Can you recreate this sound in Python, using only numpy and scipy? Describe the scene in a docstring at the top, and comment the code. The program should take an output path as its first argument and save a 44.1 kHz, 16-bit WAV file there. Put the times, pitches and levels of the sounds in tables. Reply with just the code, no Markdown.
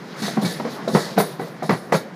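"""Station platform: a passenger train rolls slowly over rail joints a few metres from a small camera.
Each wheel blow is a thud in the sleepers (sagging tone and narrow noise) plus a knock and a rattle
that ring rail and wheel resonances. Loose steel jangles in bright resonances, driven by dense clicks.
Blows and jangles echo in the yard and lose their deep bass; rolling rumble, shaped noise in
octave bands, lies under it all. The camera rounds loud peaks and cuts the top treble."""
import sys
import numpy as np
from scipy import signal
from scipy.fft import rfft, irfft
from scipy.io import wavfile
from scipy.ndimage import uniform_filter1d

SR = 44100
rng = np.random.default_rng(int(sys.argv[2]) if len(sys.argv) > 2 else 0)


def store_pcm(level_fs):
    """Save levels as 16-bit WAV."""
    pcm = np.round(np.clip(level_fs, -1, 1) * 32767).astype(np.int16)
    wavfile.write(sys.argv[1], SR, np.atleast_2d(pcm).T)


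N = 94815  # samples


def thud(t, pitch_hz, hold_s):
    """Track bed: a tone starting 25 % sharp and sagging to pitch_hz, with noise resonating there."""
    env = shape(t, rise=0.0065, hold=hold_s, fall=0.017)
    sag = 1 + 0.25 * np.exp(-t / 0.0098)
    phase = 2 * np.pi * pitch_hz * np.cumsum(sag) / SR + 2 * np.pi * rng.random()
    tone = env * np.sin(phase)
    bed = [(pitch_hz, 123, 0)]  # f/Hz, width/Hz, level/dB
    noise = env * rng.standard_normal(len(t))
    rumble = unit(ring(ring(noise, bed), bed), env)
    noise_db = -2.5
    return np.sqrt(2) * tone + undb(noise_db) * rumble


# rail and wheel resonances: f/Hz, width/Hz (ring() uses at least 15), level/dB
RAIL_MODES = [(379, 22, 5.5), (460, 100, -1), (562, 13.3, -24), (643, 45, 2.5), (792, 62, -15.5),
              (822, 20, -19.5), (987, 34, -3.5), (1130, 42, -15), (1237, 13.3, -38.5), (1505, 31, -10),
              (1540, 16.7, -42.5), (1910, 30, -4.5), (1990, 15, -4.5), (2258, 32, -3.5)]
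# broad colour of the clack: f/Hz, level/dB
CLACK_COLOUR = [(150, -27), (250, -3.5), (736, 1.5), (1360, -7.5), (2170, -12.5), (2630, -37.5),
                (4070, -24), (5830, -31), (9000, -93.5), (11700, -56), (19800, -120)]
# treble loss of the ringing part: f/Hz, level/dB
RING_TREBLE = [(2500, -2), (6000, -7), (12000, -14)]


def rail_and_wheel(push, modes, tilt_db_per_oct):
    """Steel answers a push with a broad clack plus ringing modes, tilted from 500 Hz to 8 kHz."""
    ring_db = -4
    clack = unit(colour(push, CLACK_COLOUR))
    ringing = unit(colour(ring(push, modes), RING_TREBLE))
    tilt = [(500, 0), (8000, 4 * tilt_db_per_oct)]  # four octaves
    return colour(clack + undb(ring_db) * ringing, tilt)


# wheel blows: t/s, knock peak/dB, thud level/dB, rattle level/dB, settled thud f/Hz,
# favoured ring f/Hz, thud hold/s, rattle hold/s, treble tilt/(dB per octave)
WHEEL_BLOWS = [(.22, -33, -22.5, -31, 203.5, 420, 0.0034, 0.042, 7),
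               (.279, -22, -39, -26, 164, 687, 0.012, 0.0077, 0.5),
               (.37, -15.5, -15.5, -25, 208, 765, 0.0066, 0.0067, -3),
               (0.423, -38, -19.5, -29, 187, 462, 0.0095, 0.012, -1),
               (.445, -18.5, -20, -32.5, 170, 503, 0.015, .021, 1.5),
               (0.597, -15.5, -30.5, -25.5, 214, 822, 0.019, 0.011, -2.5),
               (0.648, -19.5, -30.5, -25, 224, 486, 0.012, 0.013, -1),
               (.876, -13, -28, -20, 211, 1120, 0.012, 0.011, -5.5),
               (.933, -37.5, -18, -24, 165, 430, 0.0043, 0.013, -21),
               (.947, -0.5, -14, -15, 184, 447, 0.0082, 0.023, -0.5),
               (1.167, -27, -24, -31, 186, 447, 0.0047, .005, 3.5),
               (1.176, -0.5, -19.5, -14, 171, 454, 0.0079, 0.0086, -1.5),
               (1.199, -5.5, -25.5, -21.5, 195, 410, 0.01, 0.019, -1),
               (1.393, -20.5, -29, -25.5, 164, 463, 0.023, 0.028, -2.5),
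               (1.622, -13, -31, -27.5, 155, 714, 0.0205, 0.022, -4),
               (1.692, -3.5, -17, -16, 186.5, 465, 0.0062, 0.018, 0.5),
               (1.719, -18, -19.5, -25.5, 155, 620, 0.006, 0.021, 2.5),
               (1.921, -2.5, -24.5, -13.5, 187, 427, 0.0089, 0.011, -1),
               (1.94, -8.5, -19.5, -17.5, 158.6, 514, 0.0081, 0.0091, 1)]


def blows():
    """Every wheel: a sagging thud of the track bed, a knock, and a rattle ringing rail and wheel."""
    thud_lead_s, mode_scatter_db = 0.00431, 4
    favoured_width_hz, favoured_db = 26, 8.5
    contacts_per_s, contact_spread_db = 3000, 1.8
    out = np.zeros(N)
    t = np.arange(2 ** 14) / SR
    for t0, knock_db, thud_db, rattle_db, thud_hz, ring_hz, thud_s, rattle_s, tilt_db in WHEEL_BLOWS:
        add(out, t0 - thud_lead_s, undb(thud_db) * thud(t, thud_hz, thud_s))

        modes = scatter(RAIL_MODES, mode_scatter_db) + [(ring_hz, favoured_width_hz, favoured_db)]
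        env = shape(t, rise=0.0018, hold=rattle_s, fall=0.018)
        contacts = env * clicks(len(t), contacts_per_s, contact_spread_db)
        rattle = unit(rail_and_wheel(contacts, modes, tilt_db), env)

        burst = shape(t - 0.001, rise=0.002, hold=0, fall=0.0049) * rng.standard_normal(len(t))
        knock = rail_and_wheel(burst, modes, tilt_db)
        knock = knock / np.abs(knock).max()
        add(out, t0, undb(rattle_db) * rattle + undb(knock_db) * knock)
    return out


def jangle_band(t, env, modes, wash_sos, wash_db):
    """Uneven contacts ring each mode in its own patches, over a wash of the bare contacts."""
    contacts_per_s, contact_spread_db = 5100, -1
    mode_scatter_db = 1.5
    patch_db, patches_per_s = 3, 47  # patch_db before slewing
    push = env * clicks(len(t), contacts_per_s, contact_spread_db)
    rings = 0
    for mode in scatter(modes, mode_scatter_db):
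        patches = undb(patch_db * walk(len(t), patches_per_s))
        rings = rings + ring(push * patches, [mode])
    wash = unit(signal.sosfilt(wash_sos, push))
    return unit(unit(rings) + undb(wash_db) * wash, env)


# resonances of the jangling steel, lower and upper band: f/Hz, width/Hz, level/dB
STEEL_LOW_MODES = [(3895, 497, 5.5), (4420, 560, 5), (5210, 170, 0.5), (5960, 100, -5), (6400, 95, 0),
                   (1750, 83, 14), (1926, 83, 4)]
STEEL_HIGH_MODES = [(9400, 180, -21), (9945, 330, 16.5), (10400, 225, -25), (12600, 390, -11),
                    (13050, 440, 10.5), (15600, 540, -24)]
# jangles: t/s, lower band level/dB, upper band level/dB, rise/s (upper band: plus lag),
# hold/s, fall/s, favoured ring f/Hz
STEEL_JANGLES = [(0.149, -40, -47.5, 0.044, 0.049, .03, 5070),
                 (0.219, -31, -43.5, 0.0028, 0.055, 0.059, 5900), (0.41, -36, -41, 0.0087, .1, 0.053, 3860),
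                 (0.448, -31.5, -59, 0.0047, 0.053, 0.039, 4600),
                 (0.688, -45, -50.5, 0.022, 0.043, 0.031, 6460), (0.877, -37, -48, .004, 0.11, 0.035, 4030),
                 (0.932, -30.5, -41.5, 0.014, 0.048, 0.087, 4650),
                 (1.177, -28.5, -28.5, 0.0076, 0.016, 0.047, 4550),
                 (1.393, -46, -50, 0.0022, 0.019, 0.077, 3960),
                 (1.623, -39.5, -49, 0.0069, 0.0084, 0.063, 5000),
                 (1.698, -41.5, -45, 0.0036, 0.027, 0.073, 4200),
                 (1.92, -29.5, -38.5, 0.0045, 0.031, 0.028, 6400)]


def jangles():
    """Loose steel chatters unevenly in fixed bright resonances; the upper band builds up later."""
    wash_low_db, wash_high_db = -26, -11.5
    favoured_width_hz, favoured_db = 100, 2
    upper_lag_s = 0.0044
    low_sos = signal.butter(2, [3300, 7200], "band", fs=SR, output="sos")
    high_sos = signal.butter(2, [7000, 14500], "band", fs=SR, output="sos")
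    out = np.zeros(N)
    t = np.arange(2 ** 14) / SR
    for t0, low_db, high_db, rise_s, hold_s, fall_s, ring_hz in STEEL_JANGLES:
        low_modes = STEEL_LOW_MODES + [(ring_hz, favoured_width_hz, favoured_db)]
        low_env = shape(t, rise_s, hold_s, fall_s)
        low = jangle_band(t, low_env, low_modes, low_sos, wash_low_db)
        add(out, t0, undb(low_db) * low)

        high_env = shape(t, rise_s + upper_lag_s, hold_s, fall_s)
        high = jangle_band(t, high_env, STEEL_HIGH_MODES, high_sos, wash_high_db)
        add(out, t0, undb(high_db) * high)
    return out


# rolling noise spectrum: f/Hz, level/dB
ROLL_COLOUR = [(25, -43), (60, -27), (95, -29), (150, 2), (200, 1), (280, -4.5), (420, -3.5), (600, -7.5),
               (900, -11), (1900, -17), (2700, -27), (4000, -26.5), (5300, -28), (7000, -36.5),
               (8500, -43.5), (10000, -41), (11500, -46.5), (13300, -44), (14300, -49), (16000, -60)]
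# rolling over time: t/s, level/dB, extra level of the bands above about 1.5 kHz/dB
ROLL_LEVELS = [(0.0, -34.5, 4.7), (0.19, -30.5, 2.3), (0.36, -31.5, 5.5), (0.53, -28.5, 5.3),
               (0.65, -29, 0.5), (1.07, -29.5, 2.7), (1.37, -33, -0.4), (2.15, -34, 0.1)]


def rolling():
    """Wheels on rough rail: octave bands of rumble, each flickering on its own."""
    flicker_db, flicker_per_s = 3, 20  # flicker_db before slewing
    spectrum = rfft(unit(colour(rng.standard_normal(N), ROLL_COLOUR)))
    hz = np.arange(N // 2 + 1) * SR / N + 1
    t = np.arange(N) / SR
    level_t, level_db, treble_db = np.array(ROLL_LEVELS).T
    out = 0
    for octave in range(4, 15):  # centred on 2 ** octave Hz
        weight = np.clip(1 - abs(np.log2(hz) - octave), 0, 1)
        band = irfft(spectrum * weight, N)
        band_db = np.interp(t, level_t, level_db + (octave > 10) * treble_db)
        out = out + band * undb(flicker_db * walk(N, flicker_per_s) + band_db)
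    return out


def yard_echo(hits):
    """Echo of the yard: convolution with decaying noise of unit energy, starting after 12 ms."""
    t60_s = 0.23
    t = np.arange(SR) / SR
    yard = rng.standard_normal(SR) * undb(-60 * t / t60_s) * (t > 0.012)
    return signal.fftconvolve(hits, yard / np.sqrt(np.sum(yard ** 2)))[:N]


def undb(db):
    """Decibels to gain."""
    return 10 ** (np.asarray(db) / 20)


def unit(x, env=0.79):
    """Scale x to the mean power of env (default: RMS 0.79)."""
    return x * np.sqrt(np.mean(env ** 2 + 0 * x) / np.mean(x ** 2))


def colour(x, table):
    """Filter x by (f/Hz, level/dB) points, interpolated over log frequency."""
    f, db = np.array(table).T
    hz = np.arange(len(x) // 2 + 1) * SR / len(x) + 1
    gain = undb(np.interp(np.log(hz), np.log(f), db))
    return irfft(rfft(x) * gain, len(x))


def ring(x, peaks):
    """Parallel two-pole resonators (f/Hz, width/Hz, level/dB), at least 15 Hz wide."""
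    out = 0
    for f, width, db in peaks:
        b, a = signal.iirpeak(f, f / max(width, 15), SR)
        out = out + undb(db) * signal.lfilter(b, a, x)
    return out


def scatter(peaks, db):
    """The same resonances, struck at another spot: each one stronger or weaker."""
    return [(f, width, level + db * r)
            for (f, width, level), r in zip(peaks, rng.standard_normal(len(peaks)))]


def shape(t, rise, hold, fall):
    """Smooth rise, hold, exponential fall; all in s."""
    up = np.sin(np.pi / 2 * np.clip(t / max(rise, 1e-4), 0, 1)) ** 2
    falling_s = np.clip(t - rise - max(hold, 0), 0, None)
    return up * np.exp(-falling_s / max(fall, 1e-3))


def clicks(n, per_s, spread_db):
    """Dense contacts of random sign and uneven size."""
    when, sign, size = rng.random((3, n))
    return (when < per_s / SR) * np.sign(sign - 0.5) * undb(-spread_db * np.log(size + 1e-9))


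def walk(n, per_s):
    """Random levels held 1 / per_s s, then slewed by a moving average of that length."""
    k = int(SR / per_s)
    return uniform_filter1d(np.repeat(rng.standard_normal(400), k), k)[:n]


def add(out, t0, x):
    """Mix x into out at t0 s."""
    i = int(t0 * SR)
    out[i:i + len(x)] += x[:N - i]


def scene():
    """Blows and jangles with the echo of the yard, high-passed, over the rolling."""
    echo_db, low_cut_hz = -14.5, 123.4
    hits = blows() + jangles()
    wet = hits + undb(echo_db) * yard_echo(hits)
    low_cut = signal.butter(4, low_cut_hz, "high", fs=SR, output="sos")
    return (signal.sosfilt(low_cut, wet) + rolling())[None]


# the microphone's top end: f/Hz, level/dB
MIC_TREBLE = [(13600, -1), (14300, 3), (15300, -13)]


def record(dry):
    """The camera rounds the loudest peaks, shapes the treble and cuts the top."""
    drive, top_hz = 0.8, 15250
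    rounded = np.tanh(drive * dry[0]) / drive
    x = colour(rounded, MIC_TREBLE)[None]
    top_cut = signal.ellip(12, 0.2, 80, top_hz, fs=SR, output="sos")  # ripple/dB, stopband/dB
    return signal.sosfilt(top_cut, x)


dry = scene()
out = record(dry)
store_pcm(out)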